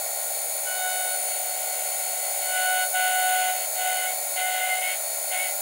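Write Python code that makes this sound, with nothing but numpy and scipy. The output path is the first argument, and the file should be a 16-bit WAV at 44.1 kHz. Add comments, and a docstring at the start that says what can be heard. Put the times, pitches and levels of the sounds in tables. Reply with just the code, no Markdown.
"""A machine hums, whines and hisses close by, and a cutter sings and rasps through metal, sometimes chattering near 2 kHz.
It is a four-flute end mill, geared up to high speed, biting in and out of an aluminium casting close to a phone.
The drive all round is many thin gear, bearing and belt tones over coloured noise, sagging a little under load.
The cut straight ahead is sines at the flute rate and spindle orders, noise rung by the casting, and gliding whistles.
A short tail from the near walls differs between the two microphone channels."""
import sys
import numpy as np
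from scipy import signal
from scipy.fft import rfft, irfft, next_fast_len
from scipy.io import wavfile
from scipy.ndimage import uniform_filter1d, map_coordinates

SR = 44100
rng = np.random.default_rng(int(sys.argv[2]) if len(sys.argv) > 2 else 0)


def master(y):
    """Save y as 16-bit WAV."""
    cut = np.clip(np.atleast_2d(y).T, -1, 1)
    pcm = np.round(cut * 32767)  # scale
    wavfile.write(sys.argv[1], SR, pcm.astype(np.int16))


def makeup_ratio(level_db):
    """Linear amplitude ratio for a level in decibels (20 dB per factor of ten)."""
    decades = np.asarray(level_db, float) / 20
    return 10 ** decades


N = 247663
TIME = np.arange(N) / SR
SPINDLE_HZ, CAGE_HZ, MESH_HZ = 184.87, 74.05, 872.65  # at nominal speed, as all drive tones below
PULLEY_HZ, IDLER_HZ = 70.44, 289.75

# hiss of the running drive: (frequency [Hz], relative level per hertz [dB])
HISS = [(25, -26), (160, -29), (250, -20), (400, -12.5), (520, -2.5), (1000, -3), (1600, 1), (3000, -1),
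        (4700, -1.5), (5500, -5), (6200, 1.5), (8600, -2.5), (12000, -2), (15400, -2)]
# housing resonances added to the hiss: (centre [Hz], width [Hz], gain [dB])
HOUSING = [(726, 162, 16), (1450, 17, 9), (2197, 186, 8), (3860, 48, 5), (4350, 480, 1), (5160, 130, 3.5),
           (6720, 183, 9), (7300, 420, 1), (7870, 660, 3.5), (9440, 620, 5.5), (10760, 890, 8),
           (12240, 1300, -1), (13350, 480, 11), (13950, 330, 4), (14400, 160, -6), (14900, 450, 9.5),
           (15000, 280, 6)]
# likeness of the hiss at the two microphones: (frequency [Hz], correlation [0 to 1])
ALIKE = [(60, .3), (130, 0.59), (250, 0.96), (1500, 1), (3000, 0.99), (5000, 0.76), (6800, 0.44),
         (9000, 0.87), (15000, 0.98)]
# drive speed, sagging under load: (time [s], change [parts per thousand])
SPEED = [(0, 1.2), (.26, 1.7), (.6, 1.6), (.71, 1.04), (1.06, .35), (1.43, .3), (2.27, 0), (2.78, 0),
         (2.9, 1.4), (3.06, -.5), (3.11, 0), (3.45, -.2), (3.54, 1), (3.7, 1.5), (3.83, 0), (4, 0),
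         (4.12, 1.46), (4.2, 1.7), (4.33, 1.3), (4.42, -.2), (4.76, 0), (4.95, 1.5), (5.26, 1.8),
         (5.35, 1.35), (5.62, 2.1)]
# hum of motor, belt and housing: (frequency [Hz], level [dB rms])
HUM = [(261.8, -82), (364.7, -75), (483.2, -57.9), (571.3, -57.5), (601.6, -49.2), (650.0, -55.4),
       (659.5, -58.3), (668.2, -58.2), (676.3, -49.8), (772.5, -51.2), (800.8, -49.0), (814.9, -57.3),
       (965.6, -64.5), (1062.5, -61.8), (1415.8, -62.8), (1421.2, -62.0), (1895.6, -56.1), (2407.7, -56.7),
       (2464.9, -61.9), (3416.4, -62.4), (3565.1, -62.8), (3627.0, -60.2), (3640.5, -61.9), (3812.7, -59.9),
       (3893.5, -60.9)]
# hum of a pulley: (order [turns], level [dB rms])
PULLEY = [(6, -70.1), (7, -55.6), (8, -56.5), (9, -49.1), (10, -48.1), (13, -63.1), (15, -64.8),
          (20, -62.7), (31, -58)]
# hum of an idler shaft: (order [turns], level [dB rms])
IDLER = [(1, -78), (2, -46), (3, -59.5), (5, -55.2)]
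# whine of gears and bearings, before its swell: (frequency [Hz], level [dB rms], left over right [dB])
WHINE = [(4368.5, -45.7, -2.8), (4513.9, -59.6, -2.2), (5096.6, -57.6, 1.6), (5824.7, -62.5, -2.6),
         (6466.7, -54, .4), (6482.2, -58.3, 0), (6552.8, -48.3, -1.2), (6622.8, -56, -1.4),
         (6637.6, -59.1, 2.2), (6667.2, -47.7, 2), (6737.9, -58, 5.9), (6752.7, -46.5, 3.7),
         (6822, -48, 10), (6867.7, -51.1, 0), (6952.5, -57.9, -2.4), (7022.5, -48.5, -1.2),
         (7280.9, -50.2, 0), (7343.5, -56.1, -.5), (7637.6, -56.7, -2), (7965.3, -54.3, 1.5),
         (8008.3, -59.6, .5), (8038.6, -57.9, .6), (8737.1, -55.9, 0), (9264, -60.3, 0),
         (9292.9, -55.6, 3.5), (9465.2, -53.7, .9), (9488.1, -60, 3.5), (9528.4, -52.4, 4.8),
         (9709.5, -55.4, .7), (10263.9, -60.8, .9), (10731.6, -58.1, -.5), (10778, -56.1, -.5),
         (10805, -59.8, -1), (10850.7, -58.3, -.5), (10921.4, -50.7, 0), (10978.6, -50.8, -.4),
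         (11649.5, -60.9, 0), (11861.4, -55.1, -.7), (12012.2, -59.2, -1.3), (12307.6, -60.3, 0),
         (12933.4, -60.4, 0), (13035.7, -59.3, .6), (13133.9, -58.7, 0), (13386.3, -59.7, 0),
         (13409.8, -60.7, 0), (13460.9, -52.3, 0), (13817.6, -59.9, 2.5), (14257.7, -60.2, 1.5)]
# gear mesh harmonics and cage sidebands, before the swell:
# (mesh order [1], cage turns above it [1], level [dB rms], left over right [dB])
MESH = [(5, 0, -53.5, -.6), (5, 1, -59, -.5), (6, -1, -62.7, .4), (7, 0, -61.9, 3.9), (7, 1, -63.2, 6.7),
        (8, 0, -52.5, 0), (8, 1, -61.2, 0), (9, 0, -47.7, 0), (9, 1, -52.4, 1.3), (10, 0, -59, 0),
        (11, 0, -33.8, 6.1), (11, 1, -45.6, 1.1), (12, -1, -56.6, 0), (12, 0, -46.3, 0), (12, 1, -58.3, .4),
        (12, 2, -59.5, 1.1), (12, 3, -61, .3), (13, 0, -57.6, 0), (15, -1, -53.4, -1.6), (15, 0, -47.4, 0),
        (15, 1, -53.9, 0), (16, -1, -47, 3.8), (16, 0, -52.2, 2.1), (16, 1, -46.5, 2), (17, -1, -44, 0),
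        (17, 0, -53.1, 0), (18, -1, -43.1, -.3), (18, 0, -48.5, 0)]
# slow swell and sag of the whine: (time [s], gain [dB])
SWELL = [(0, 0), (1.2, 0), (2.4, 1.5), (3.9, 1.34), (4.7, -1.5), (5.1, 0.3), (5.6, 0)]
# depth of cut, heard as the flute tone before it falls away in free running: (time [s], level [dB rms])
DEPTH = [(0, -46), (.63, -53), (.81, -32.5), (1.02, -34), (1.25, -40), (1.45, -40.5), (2.35, -41),
         (2.42, -40.5), (2.59, -30.5), (2.77, -27.5), (2.84, -30.5), (2.9, -42), (2.92, -73), (2.94, -28),
         (3.3, -25.5), (3.48, -26.5), (3.7, -46.5), (3.74, -46), (3.79, -30.5), (3.86, -29), (4.11, -35.5),
         (4.34, -51), (4.38, -31), (4.77, -31.5), (4.9, -38.5), (4.98, -48.5), (5.3, -51), (5.33, -33),
         (5.45, -41), (5.62, -48.5)]
# stages of the cut, entry ramps and tails included, levels before free running silences them: (start [s], end [s],
# octave of the flute tone [dB rms], fall of the octave [dB/s], negative where it grows, runout orders [dB rms])
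STAGES = [(0.675, 1.153, -34.5, 9, -46.5), (1.18, 2.402, -50.5, 3.5, -46), (2.411, 2.55, -50.5, -150, -44),
          (2.55, 2.833, -30.5, -11, -40), (2.954, 3.086, -27, -7, -38), (3.09, 3.5, -30, 5, -38.5),
          (3.516, 3.65, -42.5, 70, -44), (3.758, 3.81, -51, -300, -43.5), (3.816, 4.058, -33.5, 12, -40.5),
          (4.07, 4.126, -49, 14, -44), (4.374, 4.413, -42, -200, -37.5), (4.42, 4.78, -34.5, 13, -40),
          (4.82, 4.935, -44.5, 5, -39), (5.324, 5.365, -39.5, 120, -40.5), (5.37, 5.487, -48, 10, -42)]
# uneven flutes also sound the orders in between: (spindle order [turns], relative level [dB])
RUNOUT = [(2, -31), (5, -15.5), (7, -17.5), (9, -12.5), (10, -9.5), (11, 1.5), (13, -10.5), (14, -10.5),
          (15, -4.5), (17, -5), (18, -13), (19, -11), (21, -16), (23, -13.5)]
# the casting rings under the chips: (centre [Hz], width [Hz], gain [dB])
CASTING = [(780, 130, -10), (1460, 130, -1.5), (2090, 130, 4), (2830, 1220, 0), (3800, 140, -5)]
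# bursts of chatter: (start [s], length [s], level at the swell's peak [dB rms], first pitch [Hz], last pitch [Hz])
CHATTER = [(3.87, .06, -36, 2130, 2070), (3.97, .07, -36, 2130, 2075), (4.06, .11, -38.5, 2150, 2215),
           (4.365, .04, -36, 2090, 2070), (4.41, .1, -31, 2030, 2120), (4.5, .1, -37, 2060, 2085),
           (4.59, .11, -32, 2110, 2085), (4.69, .09, -29, 2140, 2080), (4.77, .05, -36, 2090, 2150),
           (4.825, .14, -29, 2140, 2213), (5.305, .04, -35, 2080, 2140), (5.335, .2, -34, 2170, 2218)]

# how fast the layers of a stage come and go
ENTER_DB_PER_S, OCTAVE_LEAVES_DB_PER_S, ROUGH_LEAVES_DB_PER_S = 700, 376, 300
DULLS_DB_PER_S = 2.4  # third and fifth harmonics fade as chips pile up


def unit(x):
    """Scaled to rms 1."""
    return x / np.sqrt(np.mean(x ** 2) + 1e-20)


def along(points, hz):
    """Values of (Hz, value) points, joined on a log frequency axis."""
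    f, v = np.transpose(points)
    return np.interp(np.log(hz + 1), np.log(f + 1), v)


def curve(rows):
    """(time, value) points joined by straight lines, one value per sample."""
    return np.interp(TIME, *np.transpose(rows))


def wobble(rate):
    """A smooth random curve, rate knots a second."""
    knots = rng.standard_normal(int(N * rate / SR) + 4)
    return map_coordinates(knots, [TIME * rate])


def resonances(modes, hz):
    """Summed gain of (Hz, width, dB) peaks."""
    return sum(makeup_ratio(db) / np.sqrt(1 + (2 * (hz - centre) / width) ** 4) for centre, width, db in modes)


def shop(x, t60):
    """Near walls: a decaying noise tail, opposite in sign at the two microphones."""
    t = np.arange(SR // 4) / SR
    tail = rng.standard_normal(len(t)) * makeup_ratio(-60 * t / t60)
    return signal.fftconvolve(x, tail / np.linalg.norm(tail))[:N] * np.array([[1], [-1]])


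def shaft_time(belt_hz, belt_us, drift_us):
    """Seconds of rotation at nominal speed; the belt tugs once a turn and the speed drifts."""
    turned = np.cumsum(1 + curve(SPEED) / 1000) / SR
    tug_us = belt_us * np.sin(2 * np.pi * belt_hz * turned)
    return turned + 1e-6 * (tug_us + drift_us * wobble(25))


def hiss_spectrum(size, hiss_db, spiky_db):
    """Stereo noise spectrum of the drive, coloured by the housing and partly alike on both sides."""
    hz = np.fft.rfftfreq(size, 1 / SR)
    common, apart = rng.standard_normal((2, len(hz))) + 1j * rng.standard_normal((2, len(hz)))
    # countless faint tones make the hiss spiky on a fine scale
    faint = makeup_ratio(spiky_db * unit(uniform_filter1d(rng.standard_normal(len(hz)), size=24)))
    colour = makeup_ratio(along(HISS, hz)) * (1 + resonances(HOUSING, hz)) * faint
    angle = np.arccos(np.clip(along(ALIKE, hz), -1, 1)) / 2
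    sides = np.array([[1], [-1]])
    pair = colour * (common * np.cos(angle) + sides * apart * np.sin(angle))
    return pair * makeup_ratio(hiss_db) * size / np.sqrt(2 * np.sum(abs(pair[0]) ** 2))


def add_tone(pair, at, gain, pan_db, loose):
    """One tone into a stereo spectrum: a steady core, and a loose share smeared over a few hertz so that it wavers."""
    near = np.arange(-40, 41)  # spectrum bins around the tone
    noise = rng.standard_normal(len(near)) + 1j * rng.standard_normal(len(near))
    smear = np.exp(-(near / 14) ** 2) * noise
    line = np.sqrt(1 - loose ** 2) * (near == 0) + loose * smear / np.linalg.norm(smear)
    sides = makeup_ratio(np.array([[pan_db / 2], [-pan_db / 2]]))
    pair[:, at + near] += gain * line * sides / np.linalg.norm(sides)


def random_phase():
    """A unit phasor at a random angle."""
    return np.exp(2j * np.pi * rng.random())


def add_hum(pair, size):
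    """Centred tones of motor, belt and housing, and the orders of pulley and idler."""
    pulley = [(order * PULLEY_HZ, db) for order, db in PULLEY]
    idler = [(order * IDLER_HZ, db) for order, db in IDLER]
    for tone_hz, db in HUM + pulley + idler:
        add_tone(pair, round(tone_hz * size / SR), makeup_ratio(db) * size * random_phase(), 0, loose=.22)


def add_whine(pair, size):
    """Gear and bearing tones; a tone one cage turn above another is its sideband and throbs in step with it."""
    placed = {}
    mesh = [(order * MESH_HZ + turns * CAGE_HZ, db, pan_db) for order, turns, db, pan_db in MESH]
    for tone_hz, db, pan_db in sorted(WHINE + mesh):
        carrier = [place for below, place in placed.items() if abs(tone_hz - below - CAGE_HZ) < 1]
        at, phase = round(tone_hz * size / SR), random_phase()
        if carrier:
            at, phase = carrier[0][0] + round(CAGE_HZ * size / SR), carrier[0][1]
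        placed[tone_hz] = at, phase
        add_tone(pair, at, makeup_ratio(db) * size * phase, pan_db, loose=.2)


def drive(shaft, hiss_db, spiky_db):
    """Tones and hiss made at steady speed, then read along the shaft's own time."""
    size, over = next_fast_len(N + SR // 4), 3  # oversampled for clean reading between samples
    steady_part = hiss_spectrum(size, hiss_db, spiky_db)
    add_hum(steady_part, size)
    whine = np.zeros_like(steady_part)
    add_whine(whine, size)
    swell = makeup_ratio(np.interp(np.arange(over * size) / (over * SR), *np.transpose(SWELL)))
    steady = over * (irfft(steady_part, over * size) + swell * irfft(whine, over * size))
    # reading starts a few samples in
    return np.array([map_coordinates(side, [shaft * SR * over + 9]) for side in steady])


def order_tone(shaft, order):
    """A sine of rms 1 at a multiple of the spindle's turning."""
    return np.sqrt(2) * np.sin(2 * np.pi * (round(order) * SPINDLE_HZ * shaft + rng.random()))


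def wavering(shaft, order, db, waver_db):
    """A spindle order whose level wavers at random."""
    return makeup_ratio(db + waver_db * wobble(10)) * order_tone(shaft, order)


def engaged(db, free_db):
    """Gain of a layer; below free_db the tool runs free and the layer falls silent."""
    return makeup_ratio(db) / (1 + makeup_ratio(4.3 * (free_db - db)))


def stage_level(db, fall, leaves_db_per_s):
    """Level in dB over time: each stage enters fast, falls or grows along its length and dies away after its end."""
    start, end = np.transpose(STAGES)[:2, :, None]
    held = db[:, None] - fall[:, None] * np.clip(TIME - start, 0, end - start)
    edges = ENTER_DB_PER_S * np.maximum(start - TIME, 0) + leaves_db_per_s * np.maximum(TIME - end, 0)
    return np.max(held - edges, axis=0)


def chip_rasp(shaft):
    """Chips rasp into the casting: noise pulsing once a flute, through its resonances and a low cut."""
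    chips = rng.standard_normal(N) * (1 + .6 * order_tone(shaft, 4)) * makeup_ratio(1.4 * wobble(40))
    size = next_fast_len(N)
    hz = np.fft.rfftfreq(size, 1 / SR)
    low_cut = hz ** 2 / (hz ** 2 + 350 ** 2)
    return unit(irfft(rfft(chips, size) * resonances(CASTING, hz) * low_cut, size)[:N])


def rough_cut(shaft, waver_db):
    """The weaker runout orders of the uneven flutes, with the rasp of the chips."""
    runout = np.transpose(STAGES)[4]
    runout_db = stage_level(runout, 0 * runout, ROUGH_LEAVES_DB_PER_S) + 0.4 * wobble(15)
    orders = unit(sum(wavering(shaft, order, db, waver_db) for order, db in RUNOUT))
    rasp_db = -5.5 + 1.44 * TIME  # against the runout orders; grows as chips pile up
    return engaged(runout_db, -48.5) * (orders + makeup_ratio(rasp_db) * chip_rasp(shaft))


def singing_flutes(shaft, waver_db):
    """Four flutes a turn sing at spindle order 4 and its harmonics, each layer following the cut."""
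    flute_db = curve(DEPTH)
    octave, fall = np.transpose(STAGES)[2:4]
    octave_db = stage_level(octave, fall, OCTAVE_LEAVES_DB_PER_S) + 1.6 * wobble(15)
    sing = engaged(flute_db, -50) * order_tone(shaft, 4) + engaged(octave_db, -57) * order_tone(shaft, 8)

    # third and fourth harmonics together: -42 dB at a -37 dB octave
    follows = 0.49  # dB per dB of octave
    higher_db = stage_level(-42 + follows * (octave + 37), follows * fall, OCTAVE_LEAVES_DB_PER_S)
    # third against the fourth: light bites favour it
    lightness_db = -0.68 * (np.clip(octave_db, octave.min(), -36) + 37)
    third_db = 4 - DULLS_DB_PER_S * TIME + lightness_db
    higher = wavering(shaft, 12, third_db, waver_db) + wavering(shaft, 16, 0, waver_db)
    higher /= np.sqrt(1 + makeup_ratio(2 * third_db))

    # fifth harmonic: starts from -41.5 dB at a -33 dB flute tone and vanishes in shallow cuts
    fifth_db = -41.5 - DULLS_DB_PER_S * TIME + 0.3 * (flute_db + 33)
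    fifth = wavering(shaft, 20, fifth_db, waver_db) / (1 + makeup_ratio(5.3 * (-38 - flute_db)))
    return sing * makeup_ratio(0.69 * wobble(30.01)) + engaged(higher_db, -61.0) * higher + fifth


def chatter(shaft, rough_hz):
    """The tool whistles at its own pitch; the turning spindle adds a copy one order below."""
    out = np.zeros(N)
    for start, length, db, first_hz, last_hz in CHATTER:
        u = np.clip((TIME - start) / length, 0, 1)
        hz = last_hz + (first_hz - last_hz) * (1 - u) ** 2.8
        swell = abs(np.sin(np.pi * u ** .55) ** .7)
        phase = 2 * np.pi * np.cumsum(hz + rough_hz * wobble(60)) / SR
        copy_db = 3 + 1.4 * (hz + last_hz - 24 * SPINDLE_HZ)  # the copy strengthens with pitch
        copy = makeup_ratio(copy_db) * np.sin(phase - 2 * np.pi * SPINDLE_HZ * shaft)
        out += np.sqrt(2) * swell * makeup_ratio(db + 2 * wobble(22)) * (np.sin(phase) + copy)
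    return out


def scene():
    """The drive all round, the cut straight ahead, the near walls behind both."""
    shaft = shaft_time(belt_hz=11.6, belt_us=5.5, drift_us=2)
    machine = makeup_ratio(0.18 * wobble(2.91)) * drive(shaft, hiss_db=-34, spiky_db=2.0)
    cut = singing_flutes(shaft, waver_db=1.3) + rough_cut(shaft, waver_db=1.3)
    tool = cut + chatter(shaft, rough_hz=4)
    walls = shop(makeup_ratio(-24) * tool + makeup_ratio(-41.5) * machine.mean(axis=0), t60=0.049)
    return machine + tool + walls


def roll_off(x):
    """The treble ends steeply here."""
    return signal.sosfilt(signal.butter(12, 16970, fs=SR, output="sos"), x)


def record(dry):
    """The phone keeps nothing above its band limit."""
    size, top_hz = next_fast_len(N), 15760
    in_band = np.fft.rfftfreq(size, 1 / SR) < top_hz
    kept = irfft(rfft(dry, size) * in_band, size)[:, :N]
    return roll_off(kept)


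dry = scene()
out = record(dry)
master(out)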